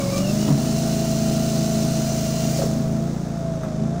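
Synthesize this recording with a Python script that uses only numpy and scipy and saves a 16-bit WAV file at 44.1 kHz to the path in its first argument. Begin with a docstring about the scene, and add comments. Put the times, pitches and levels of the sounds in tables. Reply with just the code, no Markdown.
"""A firewood processor outdoors. Its engine picks up speed as the chain saw chirps through the last
of a log, and the cut piece thuds into a steel trough. The chain hisses on freely over the engine's
drone and the whine of the hydraulic pump, zings against its bar and stops with a clunk.
Then the engine overshoots, thumps with its fuel cut back, sags and recovers."""
import sys
import numpy as np
from scipy import signal
from scipy.fft import rfft, irfft
from scipy.io import wavfile

SR = 44100
rng = np.random.default_rng(int(sys.argv[2]) if len(sys.argv) > 2 else 0)


def log_audio(samples):
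    """Write samples as a 16-bit WAV file to the path given in sys.argv[1]."""
    # one column per channel
    frames = np.atleast_2d(samples).T
    # limit to full scale, then quantise
    limited = np.clip(frames, -1, 1)
    pcm = np.round(limited * 32767).astype(np.int16)
    wavfile.write(sys.argv[1], SR, pcm)


N = 176400
T = np.arange(N) / SR
HZ = np.fft.rfftfreq(N, 1 / SR)
VALVE_ORDER = 5  # valve strokes per engine cycle
CLANK_T60 = 0.094  # s

# engine speed (time [s], working cycles [1/s])
ENGINE_SPEED = [(0, 23.16), (.18, 22.86), (.31, 25.47), (.45, 26.52), (.8, 27.34), (2.5, 27.1),
                (2.95, 27.25), (3.17, 28.79), (3.35, 28.15), (3.6, 27.05), (3.73, 26.02), (4, 29.01)]
# fader of the saw (time [s], level [dB])
SAW_LEVEL = [(.1, -34.5), (.17, -32), (.24, -35), (.45, -33), (.54, -36.5), (.72, -33), (2.45, -33),
             (2.6, -31.5), (2.72, -39), (2.87, -45), (4, -62)]
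# bright colour of the chain (frequency [Hz], level [dB per Hz])
CHAIN_SPECTRUM = [(500, -44), (1300, -22), (1800, -8.5), (3400, -5), (4300, -2), (6400, 1), (10000, -9.5),
                  (12500, -16.5), (14000, -13), (15000, -5)]


def amp(db):
    """Decibels to gain."""
    return 10 ** (np.asarray(db) / 20)


def unit(x):
    """Scales to rms 1."""
    return x / np.sqrt(np.mean(x ** 2) + 1e-20)


def curve(rows, column=1):
    """One column of a time table at every sample."""
    rows = np.array(rows, float)
    return np.interp(T, rows[:, 0], rows[:, column])


def noise(spectrum):
    """Noise of rms 1, coloured by a (frequency [Hz], level [dB]) table."""
    hz, db = np.transpose(spectrum)
    gain = amp(np.interp(np.log(HZ + 1), np.log(hz), db))
    return unit(irfft(rfft(rng.standard_normal(N)) * gain, N))


def drift(rate_hz):
    """Smooth random wavering, rms 1."""
    return unit(irfft(rfft(rng.standard_normal(N)) / (1 + (HZ / rate_hz) ** 4), N))


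def angle(hz):
    """Running phase of a frequency curve."""
    return 2 * np.pi * np.cumsum(hz) / SR


def tone(phase, rough, width_hz):
    """A tone of rms 1 with a fuzzy skirt."""
    return unit((1 + rough * drift(width_hz)) * np.cos(phase) + rough * drift(width_hz) * np.sin(phase))


def burst(start, db, spectrum, t60):
    """Noise with a hard attack that dies away."""
    age = np.maximum(T - start, 0)
    return np.minimum(age / 0.00052, 1) * noise(spectrum) * amp(db - 60 * age / t60)


def arch(start, length):
    """A rounded swell, silent before and after."""
    return np.sqrt(np.maximum(1 - (2 * (T - start) / length - 1) ** 2, 0))


def saw(crank):
    """The chain hisses along its bar, shaken by the engine; thin tones ring while it runs free."""
    # pace of the chain, held back while it cuts (time [s], link rate [Hz])
    link_rate = [(.1, 1140), (.6, 1507), (2.55, 1506)]
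    # ring of the free chain (multiple of the link rate, level against the hiss [dB])
    chain_partials = [(1, -22.5), (2, -21), (4, -15), (5, -21.5), (6, -21.5)]
    # ring of its drive (multiple of the drive rate, level against the hiss [dB])
    drive_partials = [(1, -20), (2, -20), (3, -16)]
    drive_ratio = .917  # drive rate over link rate
    links = angle(curve(link_rate) * (1 + 0.000518 * drift(6.4)))
    sway = 0.8 * drift(1.0)  # slow crossfade between two colours of hiss
    hiss = sum(share * steel_guards(noise(CHAIN_SPECTRUM)) for share in (np.cos(sway), np.sin(sway)))
    hiss *= 1 + 0.035 * np.cos(2 * crank) + 0.029 * np.cos(VALVE_ORDER * crank) + 0.12 * drift(150)
    ring = sum(amp(db + 2 * drift(2)) * tone(k * links, rough=0.26, width_hz=11)
               for k, db in chain_partials)
    drive = sum(amp(db) * tone(k * drive_ratio * links, rough=0.51, width_hz=66)
                for k, db in drive_partials)
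    free_s, stop_s = link_rate[1][0], link_rate[-1][0]
    free = np.minimum(T / free_s, 1) ** 2 * np.clip(10 * (stop_s - T), 0, 1)
    return amp(curve(SAW_LEVEL)) * (hiss + free * (ring + drive))


def steel_guards(x, ripple_db=5, grain_hz=55):
    """Steel guards close by colour the sound with many narrow peaks and dips."""
    ripple = np.interp(HZ, np.arange(2000) * grain_hz, rng.standard_normal(2000))
    return unit(irfft(rfft(x) * amp(ripple_db * np.tanh(ripple)), N))


def squeals():
    """The teeth catch in the wood in broken chirps; later the free chain zings against its bar."""
    # teeth in the wood (start [s], length [s], pitch [Hz], level of the fundamental [dB])
    chirps = [(-.02, .07, 1130, -40), (.05, .06, 1090, -44), (.1, .125, 1170, -39), (.195, .08, 2850, -43),
              (.255, .08, 2690, -42), (.39, .09, 2900, -45)]
    # chain on the bar (start [s], length [s], first pitch [Hz], last pitch [Hz])
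    zings = [(1.969, .02, 6700, 6300), (1.992, 0.042, 5600, 7300), (2.04, .03, 5050, 4770),
             (2.083, 0.056, 5340, 6580), (2.16, 0.087, 6320, 6450)]
    octave_db, zing_db = -3.5, -41
    out = np.zeros(N)
    for start, length, hz, db in chirps:
        fundamental = tone(2 * np.pi * hz * T, rough=1.6, width_hz=70)
        octave = amp(octave_db) * tone(4 * np.pi * hz * T, rough=1.6, width_hz=70)
        out += amp(db) * arch(start, length) * (fundamental + octave)
    for start, length, from_hz, to_hz in zings:
        glide = angle(np.interp(T, [start, start + length], [from_hz, to_hz]))
        out += amp(zing_db) * arch(start, length) * tone(glide, rough=2, width_hz=220)
    return out


def engine(crank):
    """Exhaust pulses drone as a stack of orders over the steady shake of the shaft."""
    # drone of the engine and what it drives (multiple of the cycle rate, relative level [dB])
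    orders = [(3, -15), (5, -2), (6, -2), (8, 0), (9, -8), (9.24, -14.5), (10, -17), (12, -11.5),
              (15, -14.5), (23, -24), (29, -24.5)]
    # faders of the drone (time [s], deep orders [dB], upper orders [dB])
    drone_level = [(0, -32.5, -29), (.33, -27.5, -24), (.6, -25.5, -25.5), (1.85, -25.5, -25.5),
                   (2.15, -26, -29), (3.03, -25.5, -27), (3.17, -35.5, -38), (3.33, -34.5, -41),
                   (3.45, -28, -39), (3.7, -33, -38), (3.83, -25.5, -25.5), (4, -29.5, -39)]
    # shake of the shaft (multiple of the cycle rate, level [dB])
    shaft_orders = [(2, -41.5), (4, -41)]
    last_deep_order, pipe_order, smear_rad = 7, 6.5, .15
    deep, upper = amp(curve(drone_level)), amp(curve(drone_level, column=2))
    drone = np.zeros(N)
    for k, db in orders:
        smear = smear_rad * (k - pipe_order) ** 2 - .5  # phases spread about the pipe's own order
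        fader = deep if k <= last_deep_order else upper
        drone += fader * amp(db) * tone(k * crank + smear, rough=0.15, width_hz=7.3)
    return drone + sum(amp(db) * unit(np.sin(k * crank)) for k, db in shaft_orders)


def overrun(crank):
    """With the fuel cut back, the engine is left with one thump per cycle."""
    # fader of the thump (time [s], level [dB])
    thump_level = [(2.95, -61), (3.14, -30), (3.33, -31.5), (3.45, -40)]
    thump_hz, sharpness = 180, 1.4
    cycle = (crank / (2 * np.pi) - .42) % 1 - .5  # 0 at the heart of each thump
    swell = np.exp(sharpness * np.cos(2 * np.pi * cycle)) * np.cos(np.pi * cycle)
    body = -np.cos(2 * np.pi * thump_hz * cycle / curve(ENGINE_SPEED))
    return unit(swell * body) * amp(curve(thump_level))


def trough():
    """Each blow of the log rings the trough's low modes, with a dense clank and a short crack."""
    # the log lands and rocks (time [s], thud [dB], clank [dB], crack [dB])
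    blows = [(.479, -22, -30, -31.5), (.486, -16.5, -27.5, -40), (.507, -23.5, -25, -51)]
    # ring of the steel (frequency [Hz], level against the thud [dB], t60 [s])
    trough_modes = [(145, 0, 0.46), (187, 2, 0.2), (239, 5, 0.1), (283, -4, 0.24)]
    # midrange clank (frequency [Hz], level [dB per Hz])
    clank_spectrum = [(150, -6), (480, 15), (800, 12), (1250, 6), (1800, -6), (12000, -48)]
    # bright crack (frequency [Hz], level [dB per Hz])
    crack_spectrum = [(300, -39), (1200, -8), (3000, 10), (15000, -29)]
    out = np.zeros(N)
    for start, thud_db, clank_db, crack_db in blows:
        age = np.maximum(T - start, 0)
        thud = sum(amp(thud_db + db - 60 * age / t60) * np.sin(2 * np.pi * hz * age)
                   for hz, db, t60 in trough_modes)
        out += np.minimum(age / 0.0026, 1) * thud
        out += burst(start, clank_db, clank_spectrum, CLANK_T60)
        out += burst(start, crack_db, crack_spectrum, t60=0.038)
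    return out


def snap():
    """The chain snaps through the last fibres."""
    return burst(start=.178, db=-28, spectrum=CHAIN_SPECTRUM, t60=CLANK_T60)


def clunks():
    """The hydraulics clunk and rattle against their stops."""
    # hits on the stops (time [s], body [dB], rattle [dB])
    hits = [(2.588, -26, -46), (2.62, -23, -39), (3.633, -36, -37)]
    # dull body (frequency [Hz], level [dB per Hz])
    body_spectrum = [(130, -6), (320, 5.5), (580, 14), (900, -16), (12000, -55)]
    # brighter rattle (frequency [Hz], level [dB per Hz])
    rattle_spectrum = [(400, -8), (1300, 0), (2400, -16), (12000, -30)]
    t60 = 0.22
    return sum(burst(start, body_db, body_spectrum, t60) + burst(start, rattle_db, rattle_spectrum, t60)
               for start, body_db, rattle_db in hits)


def pump(crank):
    """Gear whine locked to the engine, and a weaker fan tone just above it while the saw runs."""
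    # fader of the whine (time [s], level [dB])
    whine_level = [(.2, -30), (.5, -37), (1, -30.5), (2.55, -32.5), (3.04, -35.5), (3.14, -47),
                   (3.3, -40.5), (3.47, -30.5), (3.72, -36), (3.88, -35)]
    pump_order, fan_order, fan_db = 24, 25.36, -41.5
    whine = amp(curve(whine_level)) * tone(pump_order * crank, rough=0.026, width_hz=13.0)
    running = unit(amp(curve(SAW_LEVEL) * 1.7))
    return whine + amp(fan_db) * running * tone(fan_order * crank, rough=0.029, width_hz=6.8)


def clatter(crank):
    """A bed of machine noise that swells with every turn of the shaft and every valve stroke."""
    # dark colour of the clatter (frequency [Hz], level [dB per Hz])
    clatter_spectrum = [(20, -10.5), (95, -18), (170, -5), (250, -2.5), (460, -13.5), (640, -9), (900, -22),
                        (1300, -22), (1900, -30.5), (3200, -37.5), (3650, -31.5), (4100, -36.5),
                        (6200, -30.5), (12500, -53), (15500, -59)]
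    # its fader (time [s], level [dB])
    clatter_level = [(.5, -29.5), (1, -30.5), (2.2, -31), (2.8, -31), (3.3, -33), (4, -32.5)]
    phase = crank - 2 * np.pi * 0.36  # the knock falls 0.36 of the way through the cycle
    knock = 0.56 * np.cos(phase) + 1.3 * np.cos(2 * phase) + np.cos(VALVE_ORDER * phase)
    return unit(noise(clatter_spectrum) * (1 + 0.12 * knock)) * amp(curve(clatter_level))


def scene():
    """The whole machine, close and nearly mono, a little wider in the treble."""
    crank = angle(curve(ENGINE_SPEED))  # 2 pi per working cycle
    machine = engine(crank) + overrun(crank) + pump(crank) + clatter(crank)
    mid = machine + saw(crank) + squeals() + trough() + clunks() + snap()
    side = amp(-38) * clatter(crank) + amp(-22.5) * saw(crank)
    return np.array([mid + side, mid - side])


def record(dry):
    """A steep low-pass trims the very top of the treble."""
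    cutoff_hz = 15700
    taps = signal.firwin(511, cutoff_hz, window=("kaiser", 9), fs=SR)
    return signal.oaconvolve(dry, taps[None], "same")


dry = scene()
out = record(dry)
log_audio(out)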